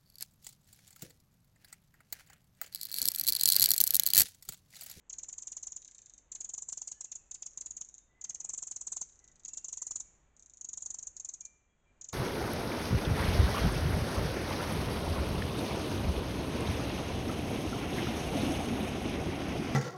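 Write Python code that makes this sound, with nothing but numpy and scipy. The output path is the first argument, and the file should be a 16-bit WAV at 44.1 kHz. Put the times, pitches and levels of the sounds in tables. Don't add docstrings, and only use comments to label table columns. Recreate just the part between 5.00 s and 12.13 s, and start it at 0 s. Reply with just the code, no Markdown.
import sys
import numpy as np
from scipy import signal
from scipy.fft import rfft, irfft
from scipy.io import wavfile
from scipy.ndimage import uniform_filter1d

SR = 44100
rng = np.random.default_rng(int(sys.argv[2]) if len(sys.argv) > 2 else 0)


def persist_wave(psi):
    counts = np.round(np.clip(psi, -1, 1) * 32767).astype(np.int16)
    wavfile.write(sys.argv[1], SR, np.atleast_2d(counts).T)


def amplitude_ratio(level_db):
    exponent = np.asarray(level_db, float) / 20
    return 10 ** exponent


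N = 314433

# pitch_hz, level_db (per Hz)
HISS_COLOUR = [(15, -7), (30, -4), (52, 0.5), (75, -8), (250, -16.5), (500, -20), (1000, -23.5),
               (2000, -27), (3300, -33.5), (4300, -41.5), (5300, -46.5), (6800, -27.5), (8200, -42),
               (9600, -68)]
HISS_DB = -71

# time_ms from its start, pitch_hz, level_db
NEAR_NOTE = [
    (-3, 7900, -21),
    (-1.67, 7700, -2.5),
    (1.39, 6900, -1.5),
    (3.5, 5900, -3.5),
    (6, 4300, -0.5),
    (9.5, 2900, -7),
    (15, 1200, -18.5),
]
FAR_NOTE = [
    (-2, 7900, -24),
    (-0.5, 7800, -3),
    (1.87, 6100, 1.5),
    (3.5, 4900, -7.5),
    (6, 4000, -1.5),
    (9, 3600, -3.5),
    (12, 1600, -11.5),
    (17, 1700, -18.5),
]

# start_s, level_db (peak)
NEAR_BURSTS = [(0.0961, -34), (0.1285, -32.5), (0.184, -30.5), (0.232, -30.5), (0.2862, -31), (0.327, -31),
               (0.3809, -31.5), (0.4213, -32), (0.4712, -30), (0.5186, -31.5), (0.5668, -28.5),
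               (0.6286, -30), (0.6696, -29.5), (0.7194, -31), (0.7631, -30.5),
               (1.3175, -33), (1.3503, -31), (1.4058, -29.5), (1.444, -30), (1.492, -29.5),
                (1.5371, -28.5), (1.5788, -29), (1.6207, -28.5), (1.6871, -28.5), (1.7239, -28.5),
                (1.7734, -28.5), (1.8156, -29), (1.8749, -29), (1.9153, -29),
               (2.0079, -29.5), (2.0428, -30), (2.1163, -31), (2.1541, -31), (2.3119, -32.5),
                (2.3438, -32), (2.4229, -31.5), (2.4615, -30), (2.5741, -29.5), (2.6093, -28.5),
                (2.6599, -29), (2.7075, -30), (2.7672, -29), (2.811, -28.5),
               (3.2116, -35), (3.241, -30.5), (3.2946, -28.5), (3.3459, -28.5), (3.4014, -29),
              (3.4455, -27.5), (3.492, -28), (3.5349, -29), (3.5778, -28), (3.6239, -28.5), (3.6704, -29.5),
              (3.712, -28.5), (3.7611, -29.5), (3.8113, -28.5), (3.87, -27.5), (3.9208, -27.5),
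              (3.965, -26), (4.0128, -26.5),
               (4.4491, -31), (4.4815, -31), (4.5338, -30), (4.5721, -29), (4.6438, -30.5), (4.6835, -29.5),
               (4.727, -29), (4.7725, -28), (4.8186, -27.5), (4.8673, -27.5), (4.9092, -27.5),
               (4.9567, -27), (5.001, -29.5),
               (5.6108, -32), (5.6446, -31), (5.688, -30.5), (5.7313, -30.5), (5.7735, -29.5),
               (5.8223, -30), (5.8593, -29), (5.903, -30.5), (5.9421, -30.5), (5.986, -32), (6.0273, -32),
               (6.0697, -30), (6.1657, -32.5), (6.1982, -31), (6.2472, -31), (6.2881, -29.5), (6.337, -32),
               (6.4065, -34), (6.4511, -33), (7.0124, -36.5), (7.0425, -34), (7.087, -34.5), (7.126, -37)]
# start_s, level_db (peak)
FAR_ANSWERS = [(0.818, -43.5), (0.8467, -40.5), (0.8771, -40), (0.9113, -43), (0.9468, -42.5),
               (0.9813, -40), (1.0181, -43.5), (1.0586, -43), (1.0961, -42), (1.1363, -42.5),
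               (1.179, -43.5), (2.5077, -47.5), (2.533, -46), (2.847, -40), (2.8875, -41),
               (2.9412, -39.5), (2.9805, -41.5),
               (4.063, -67), (4.0881, -52), (4.123, -51.5), (4.156, -51.5), (4.1905, -48.5),
                (4.2412, -45.5), (4.2768, -47), (4.315, -54), (4.356, -51), (4.3952, -51), (4.434, -52),
                (5.3653, -49), (5.3948, -45.5), (5.4242, -45), (5.4595, -45), (5.4966, -44.5),
                (5.5358, -44), (5.571, -43.5), (5.806, -43.5), (5.853, -42.5)]

# start_s, bounce_delay_ms off the ground, bounce_db, note length factor
HOPS = [
    (0, 2.8, -2.5, 1.18),
    (1.3, 2.4, -2, 1.113),
    (2.0, 2.58, -2, 1.16),
    (2.56, 2.43, -7.5, 1.17),
    (3.2, 2.32, -2, 1.22),
    (3.6, 2.76, -1.5, 1.27),
    (4.44, 3.2, -4.5, 1.1),
    (5.6, 3.51, -2.5, 0.93),
    (6.15, 2.77, -5.5, 1.06),
    (7.0, 1.87, -6.5, 1.17),
]
# start_s, top_db, low_db, foot_db (extra at the bottom of the fall)
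NEAR_AIM = [(.1, -9, -.5, 1.5), (.35, 1.5, -1.5, 1), (.6, -3, -1, -0.5), (1.32, -5, -1, 1),
            (1.62, -3, -6.5, 0.5), (1.85, 0.5, -2.5, -1), (2.33, -3, 2.5, -1), (2.65, -4.5, -4, 0.5),
            (3.22, -7.5, 0.5, 2.5), (3.45, 0.5, -4, 1.5), (3.7, 2, -4.5, 1), (4.0, -0.5, -5, 0),
            (4.46, -2.5, -1, -1.5), (4.95, -1, -5, -3.5), (5.62, -5.5, -1.5, -3), (5.85, -4.5, -6, -6.5),
            (6.3, -4.5, -3.5, -3.5), (7.08, -9, 0.5, -2)]
FAR_AIM = [
    (.82, -4, 6.5, 0),
    (1.0, -1.5, 5, 3),
    (1.18, -2.5, 1.5, 0),
    (2.9, -6, -5, 1.5),
    (4.1, -5, 6.5, -2),
    (4.24, -8.5, 1, -1.5),
    (4.4, -1.5, 8, -1),
    (5.45, -3.5, 0.5, -7),
    (5.83, 0.5, 1.5, -3),
]

# start_s, length_s, first_hz, last_hz
WHISTLES = [(.6, .35, 3750, 3720), (1.0, .3, 3720, 3680), (1.72, .18, 3450, 3400), (1.9, .13, 2950, 2950),
            (1.94, .06, 1750, 1720), (2.05, .25, 2680, 2550), (2.86, .3, 3700, 3600),
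            (3.09, .09, 1985, 2025), (3.15, .09, 2020, 2045), (3.26, .15, 1980, 1850),
            (3.4, .2, 2450, 2440), (4.2, .15, 1980, 1900), (4.48, .3, 2750, 2750), (4.78, .2, 1950, 1960),
            (4.88, .3, 2335, 2330), (5.25, .3, 2340, 2330), (5.88, .2, 1870, 1850), (6.25, .15, 2500, 2450),
            (6.41, .17, 2368, 2366), (6.69, .1, 3295, 3290), (6.86, .07, 2370, 2368)]
WHISTLES_DB = [-89.5, -89, -85, -81, -81.5, -83, -89.5, -84, -74.5, -85.5, -87, -82.5, -83, -82, -82.5,
               -92.5, -87.5, -89, -74.5, -86, -79]
WARBLES_HZ = [70, 70, 80, 60, 30, 80, 90, 15, 15, 90, 25, 60, 55, 70, 18, 18, 35, 25, 5, 8, 25]

# pitch_hz, level_db
LEAVES = [(7200, 0), (8600, -4)]
# pitch_hz, level_db
PORT = [(300, -38), (2000, -25), (4000, -25.5), (5100, -22), (5800, -10.5), (6300, -1.5), (6900, -0.27),
        (7500, -6.5), (7900, -13.5), (8600, -19), (9100, -33), (9600, -74.5)]

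PERCHES = 4
NOTE_SAMPLES = 2200
SCOLD = NEAR_BURSTS
SCOLD_S = np.array([s for s, _ in SCOLD])
OPENS_RUN = np.diff(SCOLD_S, prepend=-1) > .07


def colour(x, points):
    hz, db = np.transpose(points)
    size = 8192
    grid = np.maximum(np.fft.rfftfreq(size, 1 / SR), 1)
    cepstrum = irfft(np.log(amplitude_ratio(np.interp(np.log(grid), np.log(hz), db))))
    cepstrum[1:size // 2] *= 2
    cepstrum[size // 2 + 1:] = 0
    response = irfft(np.exp(rfft(cepstrum)))
    return signal.fftconvolve(x, response)[:len(x)]


def drift(noise, span):
    smooth = uniform_filter1d(uniform_filter1d(noise, span), span)
    return smooth * np.sqrt(1.35 * span)


def hiss():
    breathing = amplitude_ratio(1.6 * drift(rng.standard_normal(N), 9000))
    air = colour(rng.standard_normal(N), HISS_COLOUR) * breathing
    return air * amplitude_ratio(HISS_DB) / np.std(air)


def head_aim(aim, s):
    turns, tops_db, lows_db, feet_db = np.transpose(aim)
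    top_db = np.interp(s, turns, tops_db) + 1.5 * rng.standard_normal()
    low_db = np.interp(s, turns, lows_db) + 1.17 * rng.standard_normal()
    return top_db, low_db, np.interp(s, turns, feet_db)


def falling_note(shape, stretch, aim_db, overtones_db, rasp):
    ms, hz, db = np.transpose(shape)
    top_db, low_db, foot_db = aim_db
    t = ms[0] + np.arange(NOTE_SAMPLES) * 1e3 / SR / stretch
    wobble = 1 + .02 * drift(rng.standard_normal(NOTE_SAMPLES), 30)
    pitch = np.exp(np.interp(t, ms, np.log(hz))) * wobble
    phase = 2 * np.pi * np.cumsum(pitch) / SR
    second_voice = np.sin(1.14 * phase + 9 * rng.standard_normal())
    tone = amplitude_ratio(top_db - 3) * np.clip((3.5 - t) / 3, 0, 1) * second_voice
    beak_hz = [2900, 3650, 5120, 5680, 7150, 7560, 9600, 10800]
    beak_db = [low_db + foot_db, low_db, low_db, 0, 0, top_db, top_db, -60]
    for k, over_db in enumerate((0, *overtones_db), 1):
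        tone = tone + amplitude_ratio(over_db + np.interp(k * pitch, beak_hz, beak_db)) * np.sin(k * phase)
    closing = np.clip((t + 3) / 6, 0, 1)
    rough = 1 + rasp * closing * drift(rng.standard_normal(NOTE_SAMPLES), 12)
    return tone * rough * amplitude_ratio(np.interp(t, ms, db, right=-200))


def twigs(x, twig_db, bounce_ms, bounce_db):
    bounce_ms = bounce_ms + .2 * rng.standard_normal()
    bounce_db = bounce_db + 1.2 * rng.standard_normal()
    bounce = np.roll(x, int(bounce_ms * SR / 1e3)) * amplitude_ratio(bounce_db)
    t = np.arange(len(x)) / SR
    hits = rng.standard_normal(len(x)) * (rng.random(len(x)) < .04) * (t > .0012)
    echo = hits * amplitude_ratio(twig_db - 60 * t / 0.052)
    return x + bounce + signal.fftconvolve(np.diff(x, prepend=0), echo)[:len(x)]


def add_note(out, voice, start_s, peak_db):
    at = int(start_s * SR)
    out[at:at + len(voice)] += amplitude_ratio(peak_db) * voice / np.abs(colour(voice, PORT)).max()


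def trunks(x, early_db, early_t60, late_db, late_t60):
    t = np.arange(SR * 2) / SR
    sparse = rng.standard_normal(len(t)) * (rng.random(len(t)) < .03)
    dense = colour(rng.standard_normal(len(t)), LEAVES)
    early = amplitude_ratio(early_db - 60 * t / early_t60) * sparse
    late = amplitude_ratio(late_db - 60 * t / late_t60) * dense
    echo = np.clip((t - .0012) / 0.00099, 0, 1) * (early + late)
    echo[0] = 1
    return signal.fftconvolve(x, echo)[:N]


def near_wren():
    out = np.zeros((PERCHES, N + 4096))
    for (s, db), first, run in zip(SCOLD, OPENS_RUN, np.cumsum(OPENS_RUN)):
        _, bounce_ms, bounce_db, slow = [hop for hop in HOPS if hop[0] <= s + .05][-1]
        stretch = (1 + .03 * rng.standard_normal()) * slow * (.82 if first else .97)
        top_db, low_db, foot_db = head_aim(NEAR_AIM, s)
        if first:
            top_db = top_db - 3
        voice = falling_note(NEAR_NOTE, stretch, (top_db, low_db, foot_db), (-6, -6), rasp=.55)
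        voice = twigs(voice, -12, bounce_ms, bounce_db)
        add_note(out[run % PERCHES], voice, s + NEAR_NOTE[0][0] * stretch / 1e3, db)
    return sum(trunks(perch[:N], -22, 0.081, -47, 0.53) for perch in out)


def whistles():
    out = np.zeros(N + SR)
    for (s, length, first_hz, last_hz), db, warble_hz in zip(WHISTLES, WHISTLES_DB, WARBLES_HZ):
        u = np.linspace(0, 1, int(length * SR))
        pitch_waver, level_waver = drift(rng.standard_normal((2, SR)), 500)[:, :len(u)]
        pitch = first_hz + (last_hz - first_hz) * u + warble_hz * pitch_waver
        phase = 2 * np.pi * np.cumsum(pitch) / SR
        swell = np.sin(np.pi * u ** .45) ** .6
        out[int(s * SR):][:len(u)] += amplitude_ratio(db + 2 * level_waver) * swell * np.sin(phase)
    return trunks(out[:N], -20.0, .2, -34.5, 1.0)


def far_wren():
    out = np.zeros((PERCHES, N + 4096))
    for s, db in FAR_ANSWERS:
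        run = OPENS_RUN[SCOLD_S < s].sum()
        stretch = 0.92 * (1 + .03 * rng.standard_normal())
        voice = falling_note(FAR_NOTE, stretch, head_aim(FAR_AIM, s), (-3, -9), rasp=.45)
        voice = twigs(voice, -15, 1.6, -9)
        add_note(out[run % PERCHES], voice, s + FAR_NOTE[0][0] * stretch / 1e3, db)
    return sum(trunks(perch[:N], -21, 0.053, -40.0, 0.39) for perch in out)


def scene():
    background = hiss()
    wrens = near_wren() + far_wren()
    return (background + colour(wrens, PORT) + whistles())[None]


def roll_off(x):
    return signal.sosfilt(signal.butter(12, 9130, fs=SR, output="sos"), x)


def record(dry):
    # pitch_hz, level_db of the bent part
    knock = [(20, -24.5), (150, 13.0), (500, 10.0), (1000, 18), (1500, 17.0), (2200, -5.5), (4000, -47.5)]
    bent = colour(dry[0] ** 2, knock)
    return roll_off(dry + bent)


dry = scene()
out = record(dry)
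persist_wave(out)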